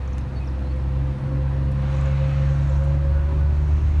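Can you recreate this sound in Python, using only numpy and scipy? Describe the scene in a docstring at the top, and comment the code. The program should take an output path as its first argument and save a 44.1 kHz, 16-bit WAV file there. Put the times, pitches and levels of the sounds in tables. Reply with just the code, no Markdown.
"""City traffic heard from a park. From the start a heavy engine drones and growls over the rumble and
hiss of the streets, slowly gathering speed, its fan whining along. In the first second small birds chip
and whistle overhead, echoing off the trees, and a dry tick sounds close by; fainter ones follow.
Around two seconds in, passing tyres swell to a roar and hiss, and the birds chip again.
Toward the end the fan whine sinks away while the drone and the deep rumble build."""
import sys
import numpy as np
from scipy import signal
from scipy.fft import rfft, irfft
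from scipy.io import wavfile
from scipy.ndimage import uniform_filter1d

SR = 44100
rng = np.random.default_rng(int(sys.argv[2]) if len(sys.argv) > 2 else 0)


def materialize(psi):
    """Save the field psi as 16-bit PCM at rate SR to the path in sys.argv[1].

    A 1-D psi becomes a single channel; in a 2-D psi each row is a channel.
    """
    bounded = np.clip(np.atleast_2d(psi).T, -1, 1)
    quanta = np.round(bounded * 32767).astype(np.int16)
    wavfile.write(sys.argv[1], SR, quanta)


N = 176400
TIME = np.arange(N) / SR

# engine firing rate (time [s], rate [Hz])
FIRING_RATE = [(0, 66), (.75, 66.6), (1.25, 67.7), (1.75, 68.3), (2.1, 69.2), (2.55, 69.6), (2.9, 70.9),
               (3.12, 71.2), (3.27, 72.2), (3.42, 72.2), (3.55, 73.1), (4, 74.3)]
# level rides for the firing tone and its octave (time [s], level [dB])
DRONE_LEVEL = [(0, -25), (.2, -26), (.29, -35), (.36, -26), (.6, -25.5), (.8, -23), (1.1, -23.5),
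               (1.21, -33), (1.4, -23.5), (1.65, -23), (1.92, -25.5), (2.05, -20.5), (2.3, -25.5),
               (2.44, -21), (2.6, -24), (2.76, -19), (2.98, -21), (3.1, -18.5), (3.3, -21), (3.45, -19),
               (3.68, -19.5), (3.75, -16), (3.83, -20.5), (4, -17.5)]
OCTAVE_LEVEL = [(0, -37), (.3, -32.5), (.48, -33), (.59, -40), (.67, -32), (.82, -32), (1.02, -24),
                (1.16, -30), (1.3, -24.5), (1.95, -24.5), (2.2, -22), (2.58, -21), (2.72, -24), (2.95, -23),
                (3.27, -33), (3.38, -27), (3.55, -33), (3.63, -25), (3.85, -36), (4, -31)]
# weaker engine tones (pitch [x firing rate], crest level [dB], crest time [s], time to fall 6 dB [s])
SHAFT_TONES = [(.67, -39, 3.4, 2.2), (1.33, -44, 2.5, 3), (1.67, -43, 2, 3), (3, -42, 1.5, 1.5),
               (3.55, -48, 1.4, .5), (4.23, -43, 1.25, .45), (4.23, -48, 3.7, .9), (4.78, -48, 2.9, .4),
               (5.17, -52, 1.5, 1.3), (5.18, -47.5, 3.5, .5), (9.62, -51, 2.8, .3), (9.62, -52, 2.08, .18),
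               (20.48, -50, 3.2, .08), (20.48, -50, 3.45, .07), (22.6, -56, 2.92, .25)]
# level ride for the fan whine (time [s], relative level [dB])
FAN_LEVEL = [(0, -45), (.4, -46.5), (.9, -45), (1.2, -41.5), (1.6, -39.5), (1.85, -42), (2.05, -35),
             (2.33, -39.5), (2.55, -38), (3, -37.5), (3.3, -40), (3.7, -53), (4, -55)]

# EQ curves of the noise layers (frequency [Hz], relative level [dB])
GROWL_EQ = [(90, -5.5), (170, 2), (240, 0.5), (300, 4), (360, -7.5), (430, -17.5), (800, -19), (2000, -58),
            (6000, -80)]  # rough exhaust
STREET_EQ = [(15, -77), (30, -67), (45, -51), (100, -41.5), (170, -51.5), (250, -54.5), (360, -56.5),
             (430, -62.5), (620, -62), (780, -63.5), (980, -63.5), (1400, -73.5), (1900, -71),
             (2200, -76.5), (2550, -76.5), (3000, -80.5), (4200, -82), (4900, -87), (6000, -89.5),
             (7500, -94.5), (9500, -95), (10500, -102), (12000, -101)]  # steady street bed
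RUMBLE_EQ = [(12, -35.5), (28, -17.5), (36, -10.5), (46, -1), (70, -6), (110, -4), (170, -25.5),
             (600, -65.5), (2000, -100)]  # low end of the traffic
RUSH_EQ = [(300, -25.5), (600, 0.5), (780, -4.5), (980, 3), (1300, -4.5), (1700, -8.5), (2300, -20),
           (4000, -40)]  # distant tyres
ROAR_EQ = [(200, -25.5), (450, -10.5), (700, -3.5), (1150, 2.5), (1600, -1), (2100, -5), (2600, -5.5),
           (3200, -12.5), (4100, -14.5), (4900, -24), (8000, -41.5), (12000, -54)]  # body of the passing tyres
HISS_EQ = [(2000, -23), (4000, -1.5), (4900, -6.5), (5600, 0.5), (6600, 0), (7600, -7), (9000, -11),
           (10300, -27), (12000, -19.5)]  # their top end
# level rides for the layers that swell and fade (time [s], level [dB])
GROWL_LEVEL = [(0, -42.5), (.35, -41), (1.1, -43.5), (1.28, -36), (1.5, -40.5), (1.95, -41.5),
               (2.35, -43.5), (2.8, -43), (3.5, -42.5), (4, -42.5)]
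RUMBLE_LEVEL = [(0, -41), (.8, -36.5), (1.4, -38), (2.1, -36.5), (2.75, -38.5), (3.1, -34), (3.8, -28.5)]
RUSH_LEVEL = [(0, -53), (.9, -53.5), (1.25, -47.5), (1.7, -50), (2.4, -55.5), (2.7, -47), (3.3, -47),
              (4, -56)]
ROAR_LEVEL = [(0, -52.5), (1, -51), (1.3, -52), (1.7, -49.5), (1.9, -42.5), (2.25, -41), (2.6, -45),
              (3, -50), (3.5, -50), (4, -47)]
HISS_LEVEL = [(0, -74.5), (1.7, -75), (1.95, -58.5), (2.2, -63.5), (2.45, -59.5), (2.8, -60.5), (3.1, -71),
              (3.45, -68), (3.75, -63), (4, -64)]

# bird notes: quick, mostly falling chips and longer, flatter whistles
# (time [s], length [s], start pitch [Hz], end pitch [Hz], peak level [dB])
BIRD_CHIPS = [(.074, 0.0091, 7250, 5000, -51.5), (0.128, 0.012, 7000, 5130, -50.5),
              (.188, 0.005, 6800, 6000, -49), (.205, 0.014, 5640, 4460, -58),
              (0.443, 0.0084, 5360, 5600, -56), (0.468, .023, 6100, 4300, -51.5),
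              (1.962, 0.015, 7550, 6560, -55), (2.01, 0.0063, 8400, 6600, -48.5),
              (2.053, 0.014, 7400, 6170, -51.5), (2.11, 0.0085, 6600, 6050, -54.5),
              (2.692, 0.013, 7870, 6560, -52), (2.757, 0.015, 6470, 5270, -53)]
BIRD_WHISTLES = [(.352, .045, 4520, 4300, -50.5), (.36, .04, 3850, 3750, -56),
                 (.402, .042, 2480, 2570, -45.5), (.62, .085, 4030, 4200, -58),
                 (.69, .045, 4250, 4700, -58)]
# close ticks (time [s], level [dB], decay [s], treble tilt [dB/octave])
TICK_CUES = [(.181, -35, .0022, -3.5), (.758, -61, .01, 2), (1.251, -56, .003, -1), (1.715, -57, .011, 6),
             (1.802, -58, .002, 3), (1.818, -58, .005, 2), (2.84, -57.5, .01, 5), (3.408, -62, .004, 4),
             (3.683, -55, .004, -2)]
# their shared EQ curve (frequency [Hz], relative level [dB])
TICK_EQ = [(500, -14), (1800, 5), (4000, 1), (6500, 0), (9500, -2), (12000, -9)]

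TOP_HZ = 11900


def amp(db):
    """Decibels to gain."""
    return 10 ** (np.asarray(db) / 20)


def unit(x):
    """Scales to rms 1."""
    return x / np.sqrt(np.mean(abs(x) ** 2) + 1e-20)


def ride(points):
    """An automation lane: straight lines between (time, value) rows."""
    return np.interp(TIME, *np.transpose(points))


def eq_db(points, hz):
    """Reads an EQ curve in dB on a log-frequency axis."""
    corners, db = np.transpose(points)
    return np.interp(np.log(hz + 1), np.log(corners), db)


def add(mix, start, sound):
    """Drops a sound into the mix at a time in seconds."""
    part = mix[max(round(start * SR), 0):][:len(sound)]
    part += sound[:len(part)]


def wander(rate_hz):
    """Smooth random modulation of rms 1, rolled off above rate_hz."""
    hz = np.fft.rfftfreq(N, 1 / SR)
    lowpass = (hz > 0) / np.sqrt(1 + (hz / rate_hz) ** 4) * np.exp(-hz / (10 * rate_hz))
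    return unit(irfft(rfft(rng.standard_normal(N)) * lowpass, N))


def wash(eq, patch_db=1.58, swell_db=.5):
    """Coloured noise of rms 1 in which patches drift as the air moves."""
    hz = np.fft.rfftfreq(4096, 1 / SR)
    real, imag, patches = rng.standard_normal((3, N // 1024 + 6, len(hz)))
    patches = uniform_filter1d(patches, size=5, axis=0)  # smear in time
    patches = unit(uniform_filter1d(patches, size=14, axis=1))  # and in frequency
    frames = (real + 1j * imag) * amp(eq_db(eq, hz) + patch_db * patches)
    noise = signal.istft(frames.T, nperseg=4096, noverlap=3072)[1][:N]
    return unit(noise * amp(swell_db * wander(rate_hz=12)))


def engine_drone(firing_phase, drone_waver_db=.6, shaft_waver_db=3):
    """The exhaust hums at the firing rate and its octave; weaker shaft tones each swell once."""
    drone_gain = amp(ride(DRONE_LEVEL) + drone_waver_db * wander(rate_hz=9))
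    octave_gain = amp(ride(OCTAVE_LEVEL) + drone_waver_db * wander(rate_hz=9))
    tones = drone_gain * np.cos(firing_phase) - octave_gain * np.cos(2 * firing_phase)
    for multiple, crest_db, crest_time, width in SHAFT_TONES:
        swell_db = crest_db - 6 * ((TIME - crest_time) / width) ** 2
        waver_db = shaft_waver_db * (wander(rate_hz=4.3) - .5)
        tones += amp(swell_db + waver_db) * np.cos(multiple * firing_phase + 2 * np.pi * rng.random())
    return np.sqrt(2) * tones


def fan_whine(firing_phase, multiple=7.67, throb_hz=6.3, flutter_hz=22.1, clean_db=-3, flutter_db=-7.5):
    """The fan turns with the engine: a clean, throbbing whine with a random flutter around it."""
    flutter = unit(wander(flutter_hz) + 1j * wander(flutter_hz))
    throb_cycles = throb_hz * TIME + .2 * wander(throb_hz / 2)  # a slightly uneven beat
    throb = 1 + .4 * np.exp(-2j * np.pi * throb_cycles)
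    whine = (amp(clean_db) * throb + amp(flutter_db) * flutter) * np.exp(1j * multiple * firing_phase)
    return np.sqrt(2) * amp(ride(FAN_LEVEL)) * whine.real


def exhaust_growl(firing_phase, pulse_depth=.35):
    """Rough, low exhaust noise that pulses with each firing."""
    pulsing = 1 + pulse_depth * np.cos(firing_phase)
    return amp(ride(GROWL_LEVEL)) * unit(wash(GROWL_EQ) * pulsing)


def streets(bed_db=-36.5):
    """The steady bed of the streets, with a deep rumble building underneath."""
    return amp(bed_db) * wash(STREET_EQ) + amp(ride(RUMBLE_LEVEL)) * wash(RUMBLE_EQ)


def tyres():
    """Tyres on the road: a distant rush, and the roar and hiss as they roll by."""
    rush = amp(ride(RUSH_LEVEL)) * wash(RUSH_EQ)
    roar = amp(ride(ROAR_LEVEL)) * wash(ROAR_EQ)
    hiss = amp(ride(HISS_LEVEL)) * wash(HISS_EQ)
    return rush + roar + hiss


def birds(waver_depth=.012, glide_power=1.15):
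    """Each note is one gliding, slightly unsteady sine under a smooth arch."""
    out = np.zeros(N)
    waver = 1 + waver_depth * wander(rate_hz=90)
    for start, length, from_hz, to_hz, db in BIRD_CHIPS + BIRD_WHISTLES:
        progress = np.arange(0, length, 1 / SR) / length
        glide = from_hz + (to_hz - from_hz) * progress ** glide_power
        hz = glide * waver[round(start * SR):][:len(glide)]
        arch = np.sin(np.pi * progress)
        add(out, start, amp(db) * arch * np.sin(2 * np.pi * np.cumsum(hz) / SR))
    return out


def tree_echoes(sound, wet_db=-9, t60_s=.41):
    """The trees scatter a sound back as a thin, short reverb tail."""
    t = TIME[:SR // 2]
    tail = rng.standard_normal(len(t)) * amp(-60 * t / t60_s)
    return sound + amp(wet_db) * signal.fftconvolve(sound, tail / np.linalg.norm(tail))[:N]


def ticks(attack_s=.001, tilt_from_hz=1000):
    """Short, dry bursts of noise close by, some dull and some bright."""
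    out, t = np.zeros(N), TIME[:SR // 10]
    hz = np.fft.rfftfreq(len(t), 1 / SR)
    for start, db, decay, tilt in TICK_CUES:
        colour = amp(eq_db(TICK_EQ, hz) + tilt * np.log2(1 + hz / tilt_from_hz)) * (hz < TOP_HZ)
        noise = unit(irfft(rfft(rng.standard_normal(len(t))) * colour, len(t)))
        envelope = np.minimum(t / attack_s, 1) * np.exp(-t / decay)
        add(out, start, amp(db) * envelope * noise)
    return out


def scene():
    """The mono mix: three engine layers locked to one speed, then streets, tyres, birds and ticks."""
    firing_phase = 2 * np.pi * np.cumsum(ride(FIRING_RATE)) / SR
    engine = engine_drone(firing_phase) + fan_whine(firing_phase) + exhaust_growl(firing_phase)
    return (engine + streets() + tyres() + tree_echoes(birds()) + ticks())[None]


def record(dry):
    """A 3 ms fade at each end, then a steep high cut."""
    fade = np.minimum(np.minimum(TIME, TIME[::-1]) / .003, 1)
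    high_cut = signal.firwin(511, TOP_HZ, window=("kaiser", 9), fs=SR)
    return signal.oaconvolve(dry * fade, high_cut[None], "same")


dry = scene()
out = record(dry)
materialize(out)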